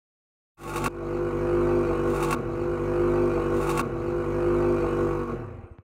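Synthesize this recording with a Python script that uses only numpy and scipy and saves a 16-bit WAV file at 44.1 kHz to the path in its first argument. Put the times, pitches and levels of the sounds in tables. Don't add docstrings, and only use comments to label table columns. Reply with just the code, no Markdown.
import sys
import numpy as np
from scipy import signal
from scipy.fft import rfft, irfft, next_fast_len
from scipy.io import wavfile
from scipy.ndimage import uniform_filter1d, map_coordinates

SR = 44100
rng = np.random.default_rng(int(sys.argv[2]) if len(sys.argv) > 2 else 0)


def master_out(mix):
    frames = np.transpose(np.atleast_2d(mix))
    ceiling = np.clip(frames, -1, 1)
    pcm = np.round(ceiling * 32767).astype(np.int16)
    wavfile.write(sys.argv[1], SR, pcm)


def volts(x):
    e = np.asarray(x, float) / 20
    return 10 ** e


N = 257089
T = np.arange(N) / SR

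# multiple of the firing rate, level in dB.
OPEN_ORDERS = [(1, 0.5), (2, -2), (3, 1.5), (4, -28), (5, 7), (6, -6), (7, 6), (8, -2), (9, -27.5),
               (10, -5), (11, -9), (12, -10), (13, -6), (14, -12.5), (15, -20), (16, -17), (17, -41),
               (18, -11)]
IDLE_ORDERS = [(1, -8), (2, -10), (3, -9.5), (4, -20), (5, -4), (6, -16.5), (7, 0.5), (8, -7), (9, -14.5),
               (10, -5), (11, -26), (12, -26), (13, -29.5), (14, -39), (15, -21), (16, -27), (17, -29.5),
               (18, -21.5), (19, -22), (20, -23.5), (21, -36), (22, -18.5), (23, -16), (24, -28),
               (25, -19.5), (26, -34), (27, -21), (28, -31.5), (29, -23.5), (30, -22)]
# frequency in Hz, density in dB per Hz.
OPEN_RASP = [(350, -51), (600, -12), (684, -17), (875, -0.5), (927, -22.5), (1110, -4.5), (1250, -4),
             (1470, -8.5), (1760, -21.5), (2660, -18), (2880, -25.5), (3400, -26), (4420, -28),
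             (7480, -120)]
IDLE_RASP = [(350, -13), (600, -0.5), (659, 4), (694, -17), (757, -7), (997, -3), (1090, -1.5),
             (1490, -7.5), (1600, -12), (1680, -18.5), (2490, -18.5), (3400, -35), (4420, -65.5),
             (7480, -120)]
# frequency in Hz, density in dB per Hz.
OPEN_HISS = [(1760, -6.5), (3000, -6.5), (3240, -36), (3600, -13.5), (5920, -7.5), (6900, -5.5), (8700, -7),
             (10400, -11), (15100, -14), (16000, -19)]
IDLE_HISS = [(1760, -37.5), (3000, -7.5), (3500, -8), (3940, -3), (4570, -9), (4800, -6.5), (8950, -9),
             (10300, -14.5), (12500, -12.5), (16000, -26.5)]
# frequency in Hz, width in Hz, a level in dB that is not used (all are
OPEN_METAL = [(875, 35, -2), (1105, 160, 0), (1423, 60, -4), (2240, 190, -13), (2560, 150, -9),
              (3600, 91, -21), (8960, 130, -21), (9100, 100, -24)]
IDLE_METAL = [(2250, 57, 0), (2425, 92, 0), (2616, 58, -4), (2900, 21, -11), (4060, 130, -14),
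              (4430, 100, -16), (6520, 320, -20), (8630, 110, -21)]
# frequency in Hz, width in Hz, level in dB.
LOOSE_PARTS = [(3500, 33, -17.5), (3910, 140, 3), (4480, 170, 3), (5330, 40, -19), (6900, 97, -3),
               (7150, 120, 1), (8500, 360, -1), (9740, 120, -8.5), (11300, 100, -4.5), (12300, 230, -10)]
# frequency in Hz, density in dB per Hz.
WALL_ECHO = [(110, -53.5), (180, -12), (247, -2.5), (297, -12.5), (312, -24), (328, -13), (344, 3.5),
             (393, -12.5), (413, -13), (477, -1), (564, -20.5), (619, -19.5), (800, -18), (1040, -44),
             (1760, -120)]
# frequency in Hz, t60 in seconds.
SHOP_DECAY = [(100, 0.2), (1000, 0.38), (8000, 0.62)]
# start in seconds, hiss peak in dB, crack in dB over the hiss, t60 in seconds.
BARKS = [
    (.614, -23, 7, 0.06),
    (0.634, -18, 6.5, .065),
    (.6764, -21.5, 0, 0.13),
    (0.6938, -20.5, 1, 0.083),
    (0.737, -21.5, 5.5, 0.11),
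    (0.7588, -14, 2.5, 0.11),
    (.779, -21.5, 6, 0.043),
    (.82, -27, 0, .04),
    (0.8412, -14.5, 3, 0.084),
    (0.8599, -15.5, 7.5, 0.07),
]
# frequency in Hz, level in dB over the hiss, t60 in seconds.
SHIELD = [(2735, -12, .13), (3680, -18, .12)]
# in dB midway, then their drift in dB per second.
OPEN_DB = [-18, -25, -17, -31]
OPEN_DB_PER_S = [3.5, 29, -15, -24.5]
# level in dB, dB per dB of strength, dB per Hz of speed (on and off room resonances).
IDLE_DB = [-26, -29.5, -36.5, -59.5]
IDLE_GROWS = [1.16, 1.6, 1.1, .7]
IDLE_DB_PER_HZ = [0, 2.5, -0.5, 0]
# first drop in dB, then slow decline in dB per second.
DYING_DB = [7, 8, 3, 11]
DYING_DB_PER_S = [15, 22, 9.4, 5.8]
# time in seconds, firing rate in Hz, strength in dB.
SPEED = [
    (0.9, 49.55, 0.5),
    (1.046, 48.65, 1.5),
    (1.16, 49.88, 2),
    (1.242, 50.02, 1),
    (1.34, 48.68, -0.5),
    (1.404, 49.79, 0.5),
    (1.766, 50.32, 0),
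    (1.954, 48.42, 0),
    (2.04, 49.1, -0.5),
]
# time in seconds, firing rate in Hz, strength in dB.
LAST_SPEED = [
    (5.0, 49.33, 0),
    (5.226, 48.6, -0.5),
    (5.258, 48.03, -5),
    (5.3, 47.99, -1),
]
# time in seconds, exhaust change in dB.
STUMBLES = [
    (1.175, -2.5),
    (1.305, -5.5),
    (1.465, -3),
    (1.84, -3),
    (1.965, -3),
    (2.345, -2.5),
]
# time in seconds, half width in seconds.
NULLS = [
    (.705, 0.017),
    (.778, .015),
    (.92, 0.018),
    (1.218, .025),
    (1.4, 0.012),
    (1.51, 0.051),
    (1.87, 0.013),
    (2.19, 0.045),
]
# time in seconds, half width in seconds, rise in dB.
BOOM_SWELL = (2.34, .06, 9)
FLANKS = {7: 2.02, 13: 4.5, 22: -5, 23: -5.5}
# start in seconds, peak in dB, pitch in Hz.
TICKS = [
    (1.031, -61, 3850),
    (1.135, -57, 4400),
    (1.678, -60, 4550),
    (1.755, -60, 4600),
    (1.876, -59, 4440),
    (2.522, -73, 8500),
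    (2.733, -70, 8700),
    (2.787, -66, 8400),
]
# start in seconds (third playing), peak in dB,
# start and end pitch in Hz, fall time in seconds, t60 in seconds.
STOP = (5.7848, -16, 4000, 92, .0005, .1)

LOOP_S = 64681 / SR
LAST_S = 2 * LOOP_S
CUT_S, KILL_S = .885, 5.305
START_S, FADE_IN_S, END_S, FADE_OUT_S = 0.57, 0.99, 5.871, 0.86
BOOM_ORDER = 5
BLOW_ORDER = 6.352
PIPE_TOP = 14
SPREAD = 1.25
SETTLE_DB, SETTLE_S = 5.5, 0.15
COAST_S, COAST_HZ, BRAKE_HZ_PER_S = 5.322, 46.66, 94.7
THUMP_DB, THUMP_DB_PER_HZ = -18, -0.17
THUMP_HZ, THUMP_HZ_PER_HZ, THUMP_T60 = 66.6, 1.1, .058


def unit(x):
    return x / np.sqrt(np.mean(x ** 2) + 1e-20)


def curves(rows):
    s, *cols = np.transpose(rows)
    return [np.interp(T, s, c) for c in cols]


def wobble(rate):
    return map_coordinates(rng.standard_normal(int(N * rate / SR) + 4), [T * rate])


def coloured(x, points):
    m = 2 ** 15
    f, db = np.transpose(points)
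    gain = volts(np.interp(np.log(np.fft.rfftfreq(m, 1 / SR) + 1), np.log(f), db))
    cep = irfft(np.log(gain + 1e-5), m)
    cep[1:m // 2] *= 2
    cep[m // 2 + 1:] = 0
    response = irfft(np.exp(rfft(cep)), m)[:m // 2]
    return signal.fftconvolve(x, response)[:N]


def shop(x, wet_db):
    hz, t, z = signal.stft(rng.standard_normal(SR // 2), SR, nperseg=256)
    f, t60 = np.transpose(SHOP_DECAY)
    decay = volts(-60 * t / np.interp(hz, f, t60)[:, None])
    tail = signal.istft(z * decay, SR, nperseg=256)[1]
    late = np.pad(x, (300, 0))
    return x + volts(wet_db) * signal.fftconvolve(late, tail / np.linalg.norm(tail))[:N]


def rung(x, modes, lift_db):
    m = next_fast_len(N + SR // 4)
    f = np.fft.rfftfreq(m, 1 / SR)
    gain = 1
    for c, w, db in modes:
        gain = gain + volts(lift_db) * 1j * f * w / (c * c - f * f + 1j * f * w)
    return irfft(rfft(x, m) * gain, m)[:N]


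def patchy(x, depth_db):
    z = signal.stft(x, nperseg=512)[2]
    field = uniform_filter1d(rng.standard_normal(z.shape), size=4, axis=0)
    field = uniform_filter1d(field, size=12, axis=1)
    return signal.istft(z * volts(depth_db * unit(field)), nperseg=512)[1][:N]


def pings(modes, count, t60, scatter_db):
    chance, t = rng.random((count, 4)), T[:SR // 20]
    hz, width, db = np.array(modes)[(chance[:, 0] * len(modes)).astype(int)].T
    size = volts(1.4 * db - scatter_db * np.log(1 - .9 * chance[:, 1]))
    pitch = hz + width * (chance[:, 2] - .5)
    envelope = volts(-60 * t / t60) * (1 - np.exp(-t / .0015))
    ring = size[:, None] * np.sin(2 * np.pi * pitch[:, None] * t) * envelope
    at = (chance[:, 3] * N).astype(int)[:, None] + np.arange(len(t))
    return unit(np.bincount(at.ravel(), ring.ravel())[:N])


def nulls_db():
    return sum(20 * np.log10(1 - .95 * np.exp(-((T - s) / width) ** 2)) for s, width in NULLS)


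def pipe_hum(rate, turns, exhaust_db, boom_db, rasp_db, orders, spread, sway_db):
    drift, lines = wobble(14.18), 0
    for k, db in orders:
        if k == BOOM_ORDER:
            base_db = boom_db
        elif k > PIPE_TOP:
            base_db = rasp_db + 8
        else:
            base_db = exhaust_db
        flank_db = FLANKS.get(k, 0) * (rate - 49.5)
        sway = sway_db * min(k / 6, 1) * (0.49 * wobble(9.58) + .5 * drift)
        delay = spread * (min(k, PIPE_TOP) - BLOW_ORDER) ** 2 + 0.0799 * max(k - PIPE_TOP, 0) ** 2
        phase = 2 * np.pi * k * turns - delay + 0.029 * k * wobble(9)
        lines = lines - volts(base_db + db + flank_db + sway) * np.cos(phase)
    return lines


def engine(controls, orders, rasp, hiss, metal, first_s, spread, sway_db, rough, puff_s, steady,
           noise_db, ping_db, fire):
    rate, exhaust_db, boom_db, rasp_db, hiss_db = controls
    turns = np.cumsum(rate) / SR
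    turns -= np.interp(first_s, T, turns)
    at = np.flatnonzero(np.diff(np.floor(turns)))
    blows = np.zeros(N)
    blows[at] = volts(1.2 * rng.standard_normal(len(at)))
    puffs = steady + unit(signal.fftconvolve(blows, volts(-60 * T[:SR // 8] / puff_s))[:N])

    def gas():
        return unit(puffs * rng.standard_normal(N))

    lines = pipe_hum(rate, turns, exhaust_db, boom_db, rasp_db, orders, spread, sway_db)
    pipe = [(11.0, -85.5)] + [(k * 50.2, db) for k, db in orders[:PIPE_TOP]] + [(800, -84.5)]
    churn = volts(exhaust_db + noise_db) * unit(coloured(gas(), pipe))
    echo = volts(exhaust_db + 1.0) * unit(coloured(rng.standard_normal(N), WALL_ECHO))

    body = np.sqrt(1 - rough) * fire * unit(blows) + np.sqrt(rough) * gas()
    body = patchy(shop(body, wet_db=4.5), depth_db=2.0)
    body = unit(rung(coloured(body, rasp), metal, lift_db=-0.5))

    fizz = coloured(gas() * volts(0.34 * wobble(29.93)), hiss)
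    fizz = patchy(unit(rung(fizz, metal, lift_db=-3.5)), depth_db=2.0)
    fizz = fizz + volts(ping_db) * pings(LOOSE_PARTS, count=700, t60=0.061, scatter_db=2.5)

    hum = fire * (lines + churn) + np.sqrt(1 - fire ** 2) * echo
    return hum + volts(rasp_db - 1.2 * fire) * body + volts(hiss_db) * fizz


def open_pipe():
    from_middle = np.clip(T, START_S, CUT_S) - (START_S + CUT_S) / 2
    levels = np.array(OPEN_DB)[:, None] + np.outer(OPEN_DB_PER_S, from_middle)
    levels[1] += nulls_db()
    firings_hz = 48.5 + 0 * T
    running = engine([firings_hz, *levels], np.add(OPEN_ORDERS, [0, 1.5]), OPEN_RASP, OPEN_HISS, OPEN_METAL,
                     first_s=.7558, spread=SPREAD, sway_db=3, rough=0.81, puff_s=0.15, steady=3.0,
                     noise_db=-12.0, ping_db=-9, fire=0.64)
    return np.clip((CUT_S - T) / 0.0038, 0, 1) * (volts(-4.0) * running + barks())


def barks():
    spit, crack, shock, shield = np.zeros((4, N))
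    t = T[:SR // 8]
    for s, db, crack_db, t60 in BARKS:
        start = round(s * SR)
        burst = volts(-60 * t / t60) * (1 - np.exp(-t / 0.00033))
        spit[start:][:len(t)] += volts(db - 7) * burst
        crack[start:][:len(t)] += volts(db + crack_db - 3.0) * burst ** 1.21
        for hz, over_db, life in SHIELD:
            shield[start:][:len(t)] += volts(db + over_db - 60 * t / life) * np.sin(2 * np.pi * hz * t)
        shock[start] = volts(db + crack_db + 30)

    def noise(colour):
        return unit(rung(coloured(rng.standard_normal(N), colour), OPEN_METAL, lift_db=0.5))

    struck = rung(coloured(shop(shock, wet_db=-4), OPEN_RASP), OPEN_METAL, lift_db=1.5)
    return shield + spit * noise(OPEN_HISS) + crack * noise(OPEN_RASP) + struck


def idle():
    rate, strength_db = curves(list(SPEED) + [(s - LAST_S, *rest) for s, *rest in LAST_SPEED])
    strength_db = strength_db - SETTLE_DB * np.exp(-np.abs(T - CUT_S) / SETTLE_S)
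    dead = np.clip(T - KILL_S + LAST_S, 0, 1)
    levels = np.array(IDLE_DB)[:, None] + np.outer(IDLE_GROWS, strength_db)
    levels += np.outer(IDLE_DB_PER_HZ, rate - 49.5)
    levels -= np.outer(DYING_DB, 1 - np.exp(-dead / 0.11)) + np.outer(DYING_DB_PER_S, dead)
    swell_s, swell_width, swell_db = BOOM_SWELL
    levels[1] += nulls_db() + swell_db * np.exp(-((T - swell_s) / swell_width) ** 2)
    levels[0] += sum(db * np.exp(-((T - s) / 0.02) ** 2) for s, db in STUMBLES)
    fire = np.clip((KILL_S - LAST_S - T) / .06 + 1, 0, 1)
    running = engine([rate, *levels], np.add(IDLE_ORDERS, [0, 1.5]), IDLE_RASP, IDLE_HISS, IDLE_METAL,
                     first_s=1.65, spread=SPREAD, sway_db=1.5, rough=0.74, puff_s=0.087, steady=.8,
                     noise_db=-10.5, ping_db=-12, fire=fire)
    return np.clip((T - CUT_S + 0.026) / .004, 0, 1) * running


def ticks():
    out, t = np.zeros(N), T[:SR // 10]
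    for s, db, hz in TICKS:
        spit = .3 * np.diff(rng.standard_normal(len(t) + 1)) * volts(-60 * t / .03)
        knock = 1.6 * np.sin(2 * np.pi * hz * t) + spit
        out[round(s * SR):][:len(t)] += volts(db - 60 * t / 0.14) * knock * (1 - np.exp(-t / .001))
    return out


def rundown():
    out, t = np.zeros(N + SR), T[:SR // 8]
    strokes = np.arange(int(COAST_HZ ** 2 / (2 * BRAKE_HZ_PER_S)) + 1)
    for rate in np.sqrt(COAST_HZ ** 2 - 2 * BRAKE_HZ_PER_S * strokes):
        s = COAST_S + (COAST_HZ - rate) / BRAKE_HZ_PER_S
        db, hz = THUMP_DB + THUMP_DB_PER_HZ * rate, THUMP_HZ + THUMP_HZ_PER_HZ * rate
        ring = np.sin(2 * np.pi * hz * t) + volts(-5) * np.sin(2 * np.pi * 46 * t)
        thump = volts(db + 11 - 60 * t / THUMP_T60) * ring * (1 - np.exp(-t / .008))
        out[round((s - LAST_S) * SR):][:len(t)] -= thump
    s, db, from_hz, to_hz, fall, t60 = STOP
    turns = to_hz * t + from_hz * fall * (1 - np.exp(-t / fall)) + 300 * .002 * (1 - np.exp(-t / .002))
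    envelope = volts(db - 60 * t / t60 * (.3 + 30 * t)) * (1 - np.exp(-t / .0012))
    out[round((s - LAST_S) * SR):][:len(t)] += envelope * np.sin(2 * np.pi * turns)
    return out[:N]


def scene():
    fade = np.clip((T - START_S) / FADE_IN_S, 0, 1) * np.clip((END_S - LAST_S - T) / FADE_OUT_S, 0, 1)
    closing = np.clip((N / SR - LAST_S + .02 - T) / 0.031, 0, 1)
    passage = (open_pipe() + idle() + ticks() + rundown()) * fade * closing
    return sum(np.pad(passage, (round(k * LOOP_S * SR), 0))[:N] for k in range(3))[None]


def low_pass(x):
    return signal.sosfilt(signal.butter(12, 16450, fs=SR, output="sos"), x)


def record(dry):
    m = next_fast_len(N + SR // 2)
    hz = np.fft.rfftfreq(m, 1 / SR)
    band = (hz < 15900) / (1 + (36 / (hz + 1)) ** 8)
    kept = irfft(rfft(dry, m) * band, m)[:, :N]
    kept = kept / (1 + np.abs(kept / .25) ** 4) ** .25
    return low_pass(kept)


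dry = scene()
out = record(dry)
master_out(out)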